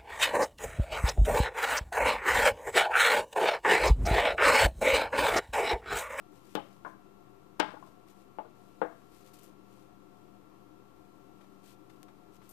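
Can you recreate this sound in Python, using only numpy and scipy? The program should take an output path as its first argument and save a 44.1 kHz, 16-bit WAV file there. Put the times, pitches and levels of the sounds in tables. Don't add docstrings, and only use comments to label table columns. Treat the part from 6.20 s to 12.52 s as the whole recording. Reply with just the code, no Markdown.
import sys
import numpy as np
from scipy import signal
from scipy.fft import rfft, irfft
from scipy.io import wavfile

SR = 44100
rng = np.random.default_rng(int(sys.argv[2]) if len(sys.argv) > 2 else 0)


def master(y):
    cut = np.clip(np.atleast_2d(y).T, -1, 1)
    pcm = np.round(cut * 32767)
    wavfile.write(sys.argv[1], SR, pcm.astype(np.int16))


N = 278712
FREQS = np.fft.rfftfreq(N, 1 / SR)
RING = np.arange(SR // 2) / SR


def amp(db):
    return 10 ** (np.asarray(db) / 20)


def read(points, hz, axis=1):
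    table = np.transpose(points)
    return np.interp(np.log(hz + 1), np.log(table[0] + 1), table[axis])


def add(mix, s, sound):
    part = mix[max(round(s * SR), 0):][:len(sound)]
    part += sound[:len(part)]


def evened(x):
    return x / np.sqrt(np.mean(x ** 2) + 1e-30)


def noise(gain):
    return irfft(rfft(rng.standard_normal(N)) * gain, N) * np.sqrt(SR / 2)


def pulse(gain, size=2048):
    hz = abs(np.fft.fftfreq(2 * size, 1 / SR)) + 1
    log_gain = np.log(np.maximum(gain(hz), 1e-5))
    spectrum = np.exp(np.conj(signal.hilbert(log_gain)))
    return np.fft.ifft(spectrum).real[:size]


# (frequency [Hz], level [dB rms])
MOTOR_TONES = [(59, -78.5), (119.8, -66.5), (197, -63), (392.8, -68.5), (884, -76.5), (1003, -84),
               (1063, -82.5), (1121, -73.5), (1298, -80), (1361, -68.5)]
# (frequency [Hz], density [dB per Hz])
FAN_RUSH = [(30, -102), (85, -92), (160, -87.5), (250, -85.5), (340, -81), (490, -90), (600, -93.5),
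            (950, -93), (1350, -95.5), (1480, -104), (2100, -111), (3500, -113), (6000, -128)]
# (frequency [Hz], width at -6 dB [Hz], level [dB rms])
CASING_BANDS = [(53.3, 14, -75.5), (120.2, 8.1, -77.5), (158, 35, -68.5), (197.2, 9.9, -68), (291, 41, -68),
                (310, 32, -61.5), (351.5, 7.5, -71), (384.3, 35, -67), (517, 13, -72), (718, 30, -67),
                (1076, 24, -74.5), (1144, 59, -78), (2400, 47, -88), (2690, 29, -84), (4060, 23, -89.5)]


def appliance(drift_hz=0.44, drifts_per_s=3):
    t = np.arange(N) / SR
    tones = 0
    for hz, db in MOTOR_TONES:
        drift = np.interp(t * drifts_per_s, np.arange(100), rng.standard_normal(100))
        turns = np.cumsum(hz + drift_hz * drift) / SR + rng.random()
        tones = tones + amp(db) * np.sqrt(2) * np.sin(2 * np.pi * turns)
    power = amp(read(FAN_RUSH, FREQS)) ** 2
    for hz, width, db in CASING_BANDS:
        shape = 1 / (1 + ((FREQS - hz) / (width / 2)) ** 2) ** 2
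        power = power + amp(db) ** 2 * shape / (shape.sum() * SR / N)
    return tones + noise(np.sqrt(power))


# (frequency [Hz], relative density [dB per Hz])
CLOTH_COLOUR = [(300, -45), (1200, 3.5), (3000, 7.5), (5500, 4.5), (8000, 4), (10500, 2), (12500, 2.5),
                (14300, 2)]
# (fastest moment [s], length [s], level before the sleeve's gain [dB])
SLEEVE_STROKES = [(0.167, 0.15, -72.5), (0.317, 0.25, -69), (0.51, 0.32, -75.5), (0.686, .14, -74.5),
                  (1.66, 0.22, -75.5), (1.905, 0.082, -70), (1.993, .16, -75), (2.45, 0.34, -79.5),
                  (2.736, 0.66, -79), (2.982, 0.2, -69), (3.077, .08, -67), (3.209, 0.29, -69),
                  (3.568, 0.3, -75.5), (5.487, 0.16, -66.5), (5.218, 0.22, -82), (5.745, 0.25, -80),
                  (6.152, 0.073, -70.5), (6.268, 0.13, -73)]
STROKE_SHARPNESS = 1.23
STIR_DB, STIR_SPREAD_DB, STIRS_PER_S = -88, 6.5, 7.3


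def sleeve(gain_db=8, grain_db=3.0, grains_per_s=500):
    t = np.arange(N) / SR
    catch = np.interp(t * grains_per_s, np.arange(N), rng.standard_normal(N))
    stir = np.interp(t * STIRS_PER_S, np.arange(N), rng.uniform(-1.34, 1, N))
    power = amp(STIR_DB + STIR_SPREAD_DB * stir) ** 2
    for s, length, db in SLEEVE_STROKES:
        phase = np.clip((t - s) / length, -0.5, 0.5)
        arch = np.cos(np.pi * phase) ** STROKE_SHARPNESS
        power = power + (amp(db) * arch) ** 2
    hiss = noise(amp(read(CLOTH_COLOUR, FREQS)))
    return amp(gain_db) * np.sqrt(power) * evened(hiss * amp(grain_db * catch))


# (time [s], level [dB], brightness [dB per octave], t60 [s], snap's share of the energy [0-1])
LIGHT_TICKS = [(3.135, -25.5, 0, .09, 0.02), (3.188, -30, 0, 0.037, 0.05), (3.234, -28.5, 4, 0.15, 0.3),
               (5.208, -35.5, -9, 0.069, 0.02), (5.241, -38.5, -9, 0.036, 0.1),
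               (5.697, -31.5, -5.5, 0.069, 0.06), (5.8310, -25, -1.5, 0.046, 0.94),
               (5.884, -35, -8.5, 0.087, 0.24), (6.218, -37.5, -9, 0.059, 0.2),
               (6.2929, -30, 9, 0.057, 0.35), (6.309, -30, 5.5, 0.038, 0.06)]


def ticks(centre_hz=5000, low_hz=900, rise=0.0034):
    out = np.zeros(N)
    for s, db, tilt_db, t60, snap in LIGHT_TICKS:
        def colour(f):
            tilt = tilt_db * np.log2(f / centre_hz)
            return amp(db + tilt) / np.hypot(1, (low_hz / f) ** 2)
        shape = (1 - np.exp(-RING / rise)) * amp(-60 * RING / t60)
        scuff = evened(rng.standard_normal(len(RING)) * shape)
        touch = scuff * np.sqrt((1 - snap) / len(RING))
        touch[0] = np.sqrt(snap)
        add(out, s, signal.fftconvolve(touch, pulse(colour)))
    return out


def tail(level_db, t60, rise, grain_db=2, grains_per_s=500, size=256):
    clumps = np.interp(RING * grains_per_s, np.arange(len(RING)), rng.standard_normal(len(RING)))
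    grains = evened(rng.choice([-1, 1], len(RING)) * amp(grain_db * clumps))
    hz, t, bands = signal.stft(grains, SR, nperseg=size)
    rate = np.log(1000) / t60(hz)[:, None]
    energy_norm = np.sqrt(2 * rate / SR)
    bands = bands * amp(level_db(hz))[:, None] * energy_norm * np.exp(-rate * t)
    return signal.istft(bands, SR, nperseg=size)[1][:len(RING)] * (1 - np.exp(-RING / rise))


# (delay [s], gain [linear])
NEAR_ECHOES = [(.0027, .55), (.0061, .4), (0.0109, .35), (0.0138, -.3), (0.023, .2), (0.0291, .15)]
# (frequency [Hz], level over the bare blow [dB], t60 [s])
RING_MODES = [(205.6, 13, 0.12), (302.4, 9, 0.35), (312.2, 15, 0.17), (404, 12.5, .2), (445, 8, .16),
              (497, 3, 0.11), (616, 9.5, 0.31), (674, 15, 0.3), (787, -8, 0.66), (863.7, 11.5, 0.078),
              (1029, 7, 0.37), (1100, -4, 0.78), (1174, 10, 0.55), (1430, -10, 0.14), (1444, 14.5, 0.099),
              (1600, 0, 0.085), (1617, 13, 0.35), (1840, 11, .22), (2177, 15, 0.3), (2664, 15, 0.12),
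              (3100, -15, .2), (3550, 0, .22)]
# (frequency [Hz], counter level [dB], room level [dB], room t60 [s])
DENSE_TAILS = [(122, -33, 0, 1), (343, 3.5, -14, 0.37), (960, 2, -3.5, 0.38), (2000, 2, -0.5, 0.4),
               (3640, 3.5, -2.5, 0.34), (6450, -7.5, -20, 0.53), (13200, 4.5, -17, 0.87)]


def counter(room_db, ring_t60=0.11, treble_hz=6000):
    out = np.zeros(len(RING))
    out[0] = 1
    blur = signal.windows.hann(11)[1:-1]
    for delay, gain in NEAR_ECHOES:
        add(out, delay, gain * blur / blur.sum())
    for hz, db, t60 in RING_MODES:
        rate = np.log(1000) / t60
        out += amp(db) * 2 * rate / SR * np.exp(-rate * RING) * np.cos(2 * np.pi * hz * RING)

    def dense_t60(f):
        return ring_t60 / (1 + (f / treble_hz) ** 2)
    dense = tail(lambda f: read(DENSE_TAILS, f), dense_t60, rise=0.00068)
    room = tail(lambda f: read(DENSE_TAILS, f, axis=2), lambda f: read(DENSE_TAILS, f, axis=3), rise=0.003)
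    return out + amp(room_db) * (dense + room)


def board(f, corner_hz, spots, low_hz=165, spot_width=0.079):
    contact = 1 / np.hypot(1, (f / corner_hz) ** 5)
    favoured = sum(db / (1 + (np.log(f / hz) / spot_width) ** 2) for hz, db in spots)
    body = amp(favoured) / np.hypot(1, (low_hz / f) ** 2.9)
    return contact, body


def travel(x, bass_delay=0.001577, knee_hz=1800):
    f = np.fft.rfftfreq(2 * len(x), 1 / SR)
    turns = 2 * bass_delay * knee_hz * (np.sqrt(1 + f / knee_hz) - 1)
    return irfft(rfft(x, 2 * len(x)) * np.exp(-2j * np.pi * turns))


# (time [s], level [dB], pitch [Hz])
SIDE_CONTACTS = [(0.372, -3.5, 816), (0.6600, -6, 1026), (1.392, -5, 1054), (1.426, 2, 850),
                 (1.483, -6, 980), (1.535, -12.5, 325), (1.564, -12, 914), (1.624, -15, 1050),
                 (1.666, -16.5, 1050), (2.2465, -18, 471), (2.6213, -4, 502), (2.6465, -7.5, 680)]


def side_contacts(corner_hz=1250, spot_db=12, room_db=-4, rub_time=0.0031):
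    out = np.zeros(N)
    for s, db, hz in SIDE_CONTACTS:
        def colour(f):
            contact, body = board(f, corner_hz, [(hz, spot_db)])
            return contact * body
        rub = evened(rng.standard_normal(len(RING)) * RING * np.exp(-RING / rub_time))
        force = signal.fftconvolve(rub / np.sqrt(len(RING)), pulse(colour))
        add(out, s, amp(db) * signal.fftconvolve(force, counter(room_db)))
    return out


# (time [s], level [dB], contact corner [Hz], sharp tick [dB], tick reaches up to [Hz],
#                        bass [dB], lower pitch of the struck spot [Hz], its strength [dB],
#                        upper pitch [Hz], its strength [dB], room level [dB])
COUNTER_BLOWS = [(0.3517, 1.5, 1354, -8, 17350, 9, 554, 11.5, 3020, 7, 4),
                 (0.6478, -10, 1550, -24, 3940, -5, 1045, 8, 1580, 7.5, 7),
                 (1.3962, 2, 1432, -9, 15400, 0, 904, 5, 1440, 0, -6),
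                 (1.3994, 9, 1523, -3, 9500, 1, 880, 9, 1570, 4.5, 2),
                 (2.1848, -1, 1090, -16, 2800, -9, 565, 9, 857, 9.5, -0.5),
                 (2.6153, 4.5, 1450, -22.5, 3890, -2.5, 497, 14.5, 763, 6, 4)]
# (frequency [Hz], level [dB])
HARD_CONTACT = [(500, -35), (2000, -5), (3200, -3), (4400, -7.5), (5400, -6), (6600, -11), (9000, -11.5),
                (10500, -23), (12500, -17), (14500, -15)]


def knocks(bass_hz=350):
    out = np.zeros(N)
    for (s, db, corner_hz, tick_db, reach_hz, bass_db,
         low_hz, low_db, high_hz, high_db, room_db) in COUNTER_BLOWS:
        def force(f):
            contact, body = board(f, corner_hz, [(low_hz, low_db), (high_hz, high_db)])
            tick = amp(tick_db + read(HARD_CONTACT, f)) / np.hypot(1, (f / reach_hz) ** 4)
            bass = bass_db / (1 + (f / bass_hz) ** 4)
            return np.hypot(contact, tick) * body * amp(db + bass)
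        blow = -travel(pulse(force))
        add(out, s, signal.fftconvolve(blow, counter(room_db)))
    return out


def scene(leak_db=-58):
    kitchen = appliance() + sleeve() + ticks() + side_contacts() + knocks()
    return np.array([kitchen, amp(leak_db) * kitchen])


# (frequency [Hz], density [dB per Hz])
RECORDER_HISS = [(30, -103), (110, -98.5), (400, -103), (1000, -106.5), (2500, -110.5), (5000, -116),
                 (8000, -118.5), (10000, -120.5), (12500, -118), (14300, -116.5)]
EDGE_HZ = 14620


def record(dry, offset=-0.00055):
    hiss = np.array([noise(amp(read(RECORDER_HISS, FREQS) + db)) for db in (-1, 1)])
    lowpass = signal.firwin(401, EDGE_HZ, window=("kaiser", 8), fs=SR)
    return signal.oaconvolve(dry + hiss + offset, lowpass[None], "same")


dry = scene()
out = record(dry)
master(out)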